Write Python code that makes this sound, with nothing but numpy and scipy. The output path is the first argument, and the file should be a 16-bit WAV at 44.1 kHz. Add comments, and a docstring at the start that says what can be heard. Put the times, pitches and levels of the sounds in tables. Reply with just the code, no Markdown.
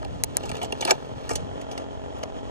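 """Bicycle changing gear

A bicycle rolls along a paved path, heard from a phone carried by the rider. The shifter snaps twice,
the chain scrapes across the sprockets and drops into gear with a clack, then rattles a few more times.
Under it the links purr over the teeth, the tyres hiss and wind buffets the two microphone ports."""
import sys
import numpy as np
from scipy import signal
from scipy.fft import rfft, irfft
from scipy.io import wavfile
from scipy.ndimage import uniform_filter1d

SR = 44100
rng = np.random.default_rng(int(sys.argv[2]) if len(sys.argv) > 2 else 0)


def unload_audio(sound):
    """Save the sound as a 16-bit wav file, at the path given as the first command line argument."""
    columns = np.transpose(np.atleast_2d(sound))
    # keep every value between -1 and 1, then stretch to whole-number steps
    steps = np.round(np.clip(columns, -1, 1) * 32767)
    wavfile.write(sys.argv[1], SR, steps.astype(np.int16))


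N = 110250
T = np.arange(N) / SR
SHORT = T[:SR // 8]  # time axis of one hit
ATTACK_S = 0.00069

# ringing modes of a sprocket: pitch_hz, level_db, t60_s
SPROCKET_MODES = [(1230, 0, 0.02), (1590, -2, 0.009), (1814, -4.5, 0.012), (2250, -6.5, 0.023),
                  (2830, -2.5, 0.013), (3420, -2, 0.0086), (4290, 1.5, 0.004)]
# ringing modes of a chain link: pitch_hz, level_db, t60_s
LINK_MODES = [(4970, -2, 0.0032), (5580, -6, 0.013), (6600, -1, 0.0038), (7790, -.5, 0.0054),
              (8230, 3.5, 0.0039), (13000, -1.5, 0.0012)]


def undb(db):
    """Decibels to gain."""
    return 10 ** (np.asarray(db) / 20)


def unit(x):
    """Scale to rms 1."""
    return x / np.sqrt(np.mean(x ** 2))


def curve(rows):
    """Join (time_s, value) points by straight lines."""
    return np.interp(T, *np.array(rows).T)


def over_bins(hz, values):
    """Spread values over the spectrum on a log-frequency axis."""
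    bin_hz = np.arange(N // 2 + 1) * SR / N
    return np.interp(np.log(bin_hz + 1), np.log(hz), values)


def noise(colour):
    """Noise shaped by (frequency_hz, level_db) points, rms 1."""
    hz, db = np.array(colour).T
    return unit(irfft(rfft(rng.standard_normal(N)) * undb(over_bins(hz, db)), N))


def wander(rate_hz):
    """Smooth random motion with a spread near 1."""
    hold = int(SR / rate_hz)
    steps = rng.standard_normal(N)[np.arange(N) // hold]
    return 1.3 * uniform_filter1d(uniform_filter1d(steps, hold), hold)


def ring(modes, detune=0, in_step=False):
    """A part's ring after one tap; detune varies it by contact point, modes in step knock harder."""
    hz, db, t60 = np.array(modes).T[:, :, None]
    hz = hz * (1 + detune * rng.standard_normal(hz.shape))
    signs = 1 if in_step else (-1) ** np.arange(len(modes))[:, None]
    return np.sum(signs * undb(db - 60 * SHORT / t60) * np.sin(2 * np.pi * hz * SHORT), axis=0)


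def drive(force, response):
    """Play a force through a response."""
    return signal.fftconvolve(force, response)[:len(force)]


def contacts(per_s, size):
    """Tiny impacts at random moments."""
    return rng.standard_normal(size) * (rng.random(size) < per_s / SR)


def shower(decay_s):
    """A dense spray of contacts that swells fast and dies away."""
    envelope = np.minimum(SHORT / ATTACK_S, 1) * np.exp(-SHORT / decay_s)
    return envelope * contacts(per_s=5800, size=len(SHORT))


def at_level(x, db, window=88):
    """Set the rms level of a hit's loudest window of samples."""
    return x * undb(db) / np.sqrt(uniform_filter1d(x ** 2, window, mode="constant").max() + 1e-18)


def add(out, start_s, x):
    """Mix a short sound in at a time."""
    i = int(start_s * SR)
    out[i:i + len(x)] += x[:max(N - i, 0)]


def dull(x, hz, order):
    """Gentle low-pass."""
    return signal.sosfilt(signal.butter(order, hz, fs=SR, output="sos"), x)


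def purr(seated_at_s=1.952, spread_db=0.5, roller_db=-12.5, roller_decay_s=0.0071):
    """Every link knocks as it seats on a tooth, and its roller rattles briefly."""
    # pace of the chain over the teeth: time_s, links_per_s
    pace = [(0, 46), (.2, 43.3), (.7, 43.4), (1.35, 45.4), (2.5, 46.05)]
    # modes of the meshing chain: pitch_hz, level_db, t60_s
    mesh_modes = [(286.4, -1.5, .09), (431.2, -2.5, 0.089), (533, 1.5, 0.033), (636, -0.5, 0.065),
                  (819, -5.5, 0.078), (880, -8, 0.02), (1340, -15, 0.027), (3197, -13, 0.028)]
    # colour of a roller's rattle: frequency_hz, level_db
    roller_colour = [(130, 2), (280, -2.5), (650, -1), (950, -11.5), (1400, -7.5), (3000, -30), (7000, -82)]
    # fader ride of the purr: time_s, level_db
    fader = [(0, -38), (.28, -49), (.45, -34.5), (1.0, -37), (1.25, -39), (1.6, -36.5), (2.0, -38),
             (2.5, -40)]
    rate = curve(pace)
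    links = np.cumsum(rate) / SR
    links -= np.interp(seated_at_s, T, links)
    link_index = np.floor(links).astype(int)
    force = undb(spread_db * rng.standard_normal(N))[link_index]
    seatings = np.diff(link_index, prepend=link_index[0])
    knocks = drive(force * seatings, ring(mesh_modes, in_step=True))
    since_seating_s = (links % 1) / rate
    rattle = force * np.exp(-since_seating_s / roller_decay_s) * noise(roller_colour)
    rattle = dull(rattle, hz=2500, order=4)
    return unit(unit(knocks) + undb(roller_db) * unit(rattle)) * undb(curve(fader))


def tyres(hiss_db=-40, flicker_db=1.96):
    """The tyres hiss on the paving while its bumps make the frame rumble."""
    # colour of tyres and rushing air: frequency_hz, level_db
    hiss_colour = [(150, -1.5), (600, 5), (900, 0.5), (1300, -8.5), (2200, -19.5), (3200, -13.5),
                   (4200, -25), (7000, -24.5), (9000, -28.5), (12000, -50), (15000, -44.5)]
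    # colour of the frame's rumble: frequency_hz, level_db
    rumble_colour = [(25, -5), (55, 9), (120, 6), (190, -15), (290, 3.5), (900, -102)]
    # swell of the rumble over uneven paving: time_s, level_db
    bumps = [(0, -33.5), (.5, -42), (.7, -45), (1.25, -42.5), (1.32, -30.5), (1.6, -42), (2.5, -36)]
    hiss = noise(hiss_colour) * undb(hiss_db + flicker_db * wander(rate_hz=41.12))
    return hiss + noise(rumble_colour) * undb(curve(bumps))


def wind():
    """Low gusts swell at both ports together, with separate turbulence at each."""
    # colour of the buffeting: frequency_hz, level_db
    colour = [(20, -16), (50, -0.5), (100, 2.5), (175, -0.5), (260, -7), (1500, -83)]
    # swell of the gusts: time_s, level_db
    gusts = [(0, -65), (.1, -37), (.36, -46.5), (.52, -35.5), (.62, -42.5), (1.05, -48), (1.17, -35),
             (1.25, -67), (1.44, -37), (1.65, -55), (2.5, -58)]
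    return np.array([noise(colour), noise(colour)]) * undb(curve(gusts))


def clatter(detune=0.044, focus_db_per_octave=14, crack_decay_s=0.00009, thud_lag_s=0.0011):
    """Each blow of the chain showers contacts that ring sprocket, links and, just after, the frame."""
    # chain striking the sprockets: start_s, decay_s, thud_db, clank_db, clank_centre_hz, jingle_db
    blows = [(0.027, 0.0014, -32, -36, 1480, -49), (.048, 0.0008, -30.5, -36, 4040, -42.5),
             (0.237, 0.0014, -27.5, -31.5, 4060, -35), (0.3687, 0.0005, -29, -32, 1800, -33),
             (.433, 0.0073, -30, -40.5, 2800, -44), (.454, 0.0088, -35, -48, 4000, -38),
             (.492, 0.006, -30.5, -35, 2770, -33.5), (0.515, 0.00073, -32.5, -30.5, 2230, -31.5),
             (.552, .0043, -32.5, -36, 2950, -41), (0.567, 0.0069, -36, -40, 2980, -41),
             (0.614, 0.021, -27, -31, 2600, -42.5), (.629, 0.0061, -29, -38.5, 3980, -30),
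             (0.645, 0.0064, -33, -37, 2930, -35.5), (0.7225, 0.004, -22.5, -24, 2800, -29),
             (0.808, 0.0046, -24.5, -28, 4060, -27.5), (0.822, 0.009, -23, -26.5, 2500, -36),
             (.85, 0.0016, -21.5, -24.5, 4060, -23), (.875, 0.0081, -20, -24, 1930, -31),
             (.897, 0.017, -18.5, -28, 1650, -34), (0.9068, 0.003, -16.5, -13.5, 2700, -13.5),
             (0.9122, 0.0033, -15, -23, 1410, -23.5), (1.2915, 0.0068, -31.5, -31.5, 1480, -28),
             (1.303, 0.021, -25.5, -29, 1650, -33), (1.311, 0.0024, -35, -32, 2300, -34),
             (1.354, 0.0071, -31, -29, 3900, -22), (1.6123, 0.0037, -61, -43, 2580, -43),
             (1.713, 0.012, -33, -41.5, 2960, -39.5), (1.7767, 0.0037, -36, -32.5, 2000, -34.5),
             (2.231, 0.00059, -35, -32, 2430, -40), (2.2341, 0.0023, -32.5, -33, 2140, -36.5)]
    # modes of the frame: pitch_hz, level_db, t60_s
    frame_modes = [(240, -6, 0.014), (384, -2.5, 0.052), (472, 2.5, 0.015), (668, -1.5, 0.049),
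                   (752.5, -2, .04), (886, 1, 0.036)]
    out = np.zeros(N)
    for start_s, decay_s, thud_db, clank_db, centre_hz, jingle_db in blows:
        # modes far from the centre of the clank are struck more weakly
        struck_modes = [(hz, db - focus_db_per_octave * abs(np.log2(hz / centre_hz)), t60)
                        for hz, db, t60 in SPROCKET_MODES]
        frame, sprocket, link = (ring(part, detune) for part in (frame_modes, struck_modes, LINK_MODES))
        crack = rng.standard_normal(len(SHORT)) * np.exp(-SHORT / crack_decay_s)
        clank = at_level(drive(shower(decay_s), sprocket), clank_db)
        jingle = at_level(drive(shower(decay_s), link + crack), jingle_db)
        thud = at_level(drive(shower(decay_s), frame), thud_db, window=176)
        add(out, start_s, clank + jingle)
        add(out, start_s + thud_lag_s, thud)
    return out


def snaps(ping_db=14, ping_t60_s=0.0016, splash_db=-4.5, splash_decay_s=0.00064):
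    """Ratchet and chain snap: a tiny bright ping, the ring of the pawl and a short splash."""
    # sharp snaps: start_s, ping_hz, level_db
    cues = [(0.237, 11400, -8.5), (0.2442, 11500, -23), (0.3694, 10300, -11.5), (0.8148, 8000, -28),
            (0.8526, 8800, -21.5), (1.2936, 8330, -31), (1.335, 8050, -33), (1.3575, 12600, -28.5),
            (2.1875, 12300, -50), (2.2365, 6000, -33.5)]
    # modes of the pawl: pitch_hz, level_db, t60_s
    pawl_modes = [(2360, -20, 0.0047), (4030, -10, 0.0097), (5900, -6.5, 0.0067), (6340, -1, 0.0036)]
    out = np.zeros(N)
    for start_s, ping_hz, db in cues:
        tap = ring(pawl_modes + [(ping_hz, ping_db, ping_t60_s)])
        splash = drive(rng.standard_normal(len(SHORT)) * np.exp(-SHORT / splash_decay_s), tap)
        add(out, start_s, at_level(tap, db, window=44) + at_level(splash, db + splash_db, window=44))
    return out


def rub(ticks_per_s=1800, link_db=-7, scrape_db=-8):
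    """The chain ticks along the derailleur cage: ringing metal and a dry, bright scrape."""
    # fader ride of the rubbing: time_s, level_db
    fader = [(.28, -57), (.42, -45.5), (.58, -46.5), (.7, -57), (.79, -48.5), (.9, -29.5), (.96, -50),
             (1.14, -57), (1.25, -48.5), (1.34, -49), (1.55, -67), (2.5, -62)]
    metal = unit(ring(SPROCKET_MODES)) + undb(link_db) * unit(ring(LINK_MODES))
    ticks = contacts(ticks_per_s, N)
    ringing = unit(drive(ticks, metal))
    return unit(ringing + undb(scrape_db) * unit(ticks)) * undb(curve(fader))


def clinks(t60_s=0.03):
    """Single modes ring on after a hard blow."""
    # blows that leave one part ringing: start_s, pitch_hz, level_db
    cues = [(0.9099, 7240, -16), (.9125, 760, -19), (1.312, 475, -22), (2.2355, 608, -23)]
    out = np.zeros(N)
    for start_s, hz, db in cues:
        tone = ring([(hz, 0, t60_s)]) * np.minimum(SHORT / ATTACK_S, 1)
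        add(out, start_s, at_level(tone, db))
    return out


def ports(x, scatter_db=-7.5, spread_s=0.0035, from_hz=1220, to_hz=6700):
    """Stereo at the microphone ports: direct plus band-limited scattered sound, offset side to side."""
    # left port against right: frequency_hz, phase_lead_rad, balance_db
    offsets = [(149, 3.55, -0.5), (278, 4.15, 0), (487, 4.425, 0.5), (705, 4.24, 1.5), (826, 3.914, -2.5),
               (1613, 3.93, 4), (2010, 7.6, -3), (2750, 8.41, -5), (3770, 8.69, -2.5), (6830, 7.46, -3.5),
               (8230, 8.84, 1.5), (13060, 10.21, 0.5)]
    hz, lead_rad, balance_db = np.array(offsets).T
    sides = np.array([[1], [-1]])
    paths = rng.standard_normal(N) * np.exp(-T / spread_s)
    # longer waves arrive by the direct path alone
    band = signal.butter(2, [from_hz, to_hz], "bandpass", fs=SR, output="sos")
    scattered = signal.sosfilt(band, drive(x, paths / np.linalg.norm(paths)))
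    pair = (x + sides * undb(scatter_db) * scattered) / np.hypot(1, undb(scatter_db))
    gain = undb(sides * over_bins(hz, balance_db) / 2)
    phase_shift = np.exp(.5j * sides * over_bins(hz, lead_rad))
    return irfft(rfft(pair) * gain * phase_shift, N)


def scene():
    """Tight clicks and chain noise over a diffuse bed of tyres and wind."""
    clicks = ports(snaps() + clinks(), scatter_db=-13.5)
    chain = ports(clatter() + purr() + rub())
    rolling = ports(tyres(), spread_s=0.24, from_hz=77)
    return clicks + chain + rolling + wind()


def record(dry, mic_hz=13700, top_hz=16300):
    """The microphones soften the highest treble and the phone cuts off the top."""
    top_cut = signal.ellip(8, .2, 70, top_hz, fs=SR, output="sos")
    return signal.sosfilt(top_cut, dull(dry, mic_hz, order=3))


dry = scene()
out = record(dry)
unload_audio(out)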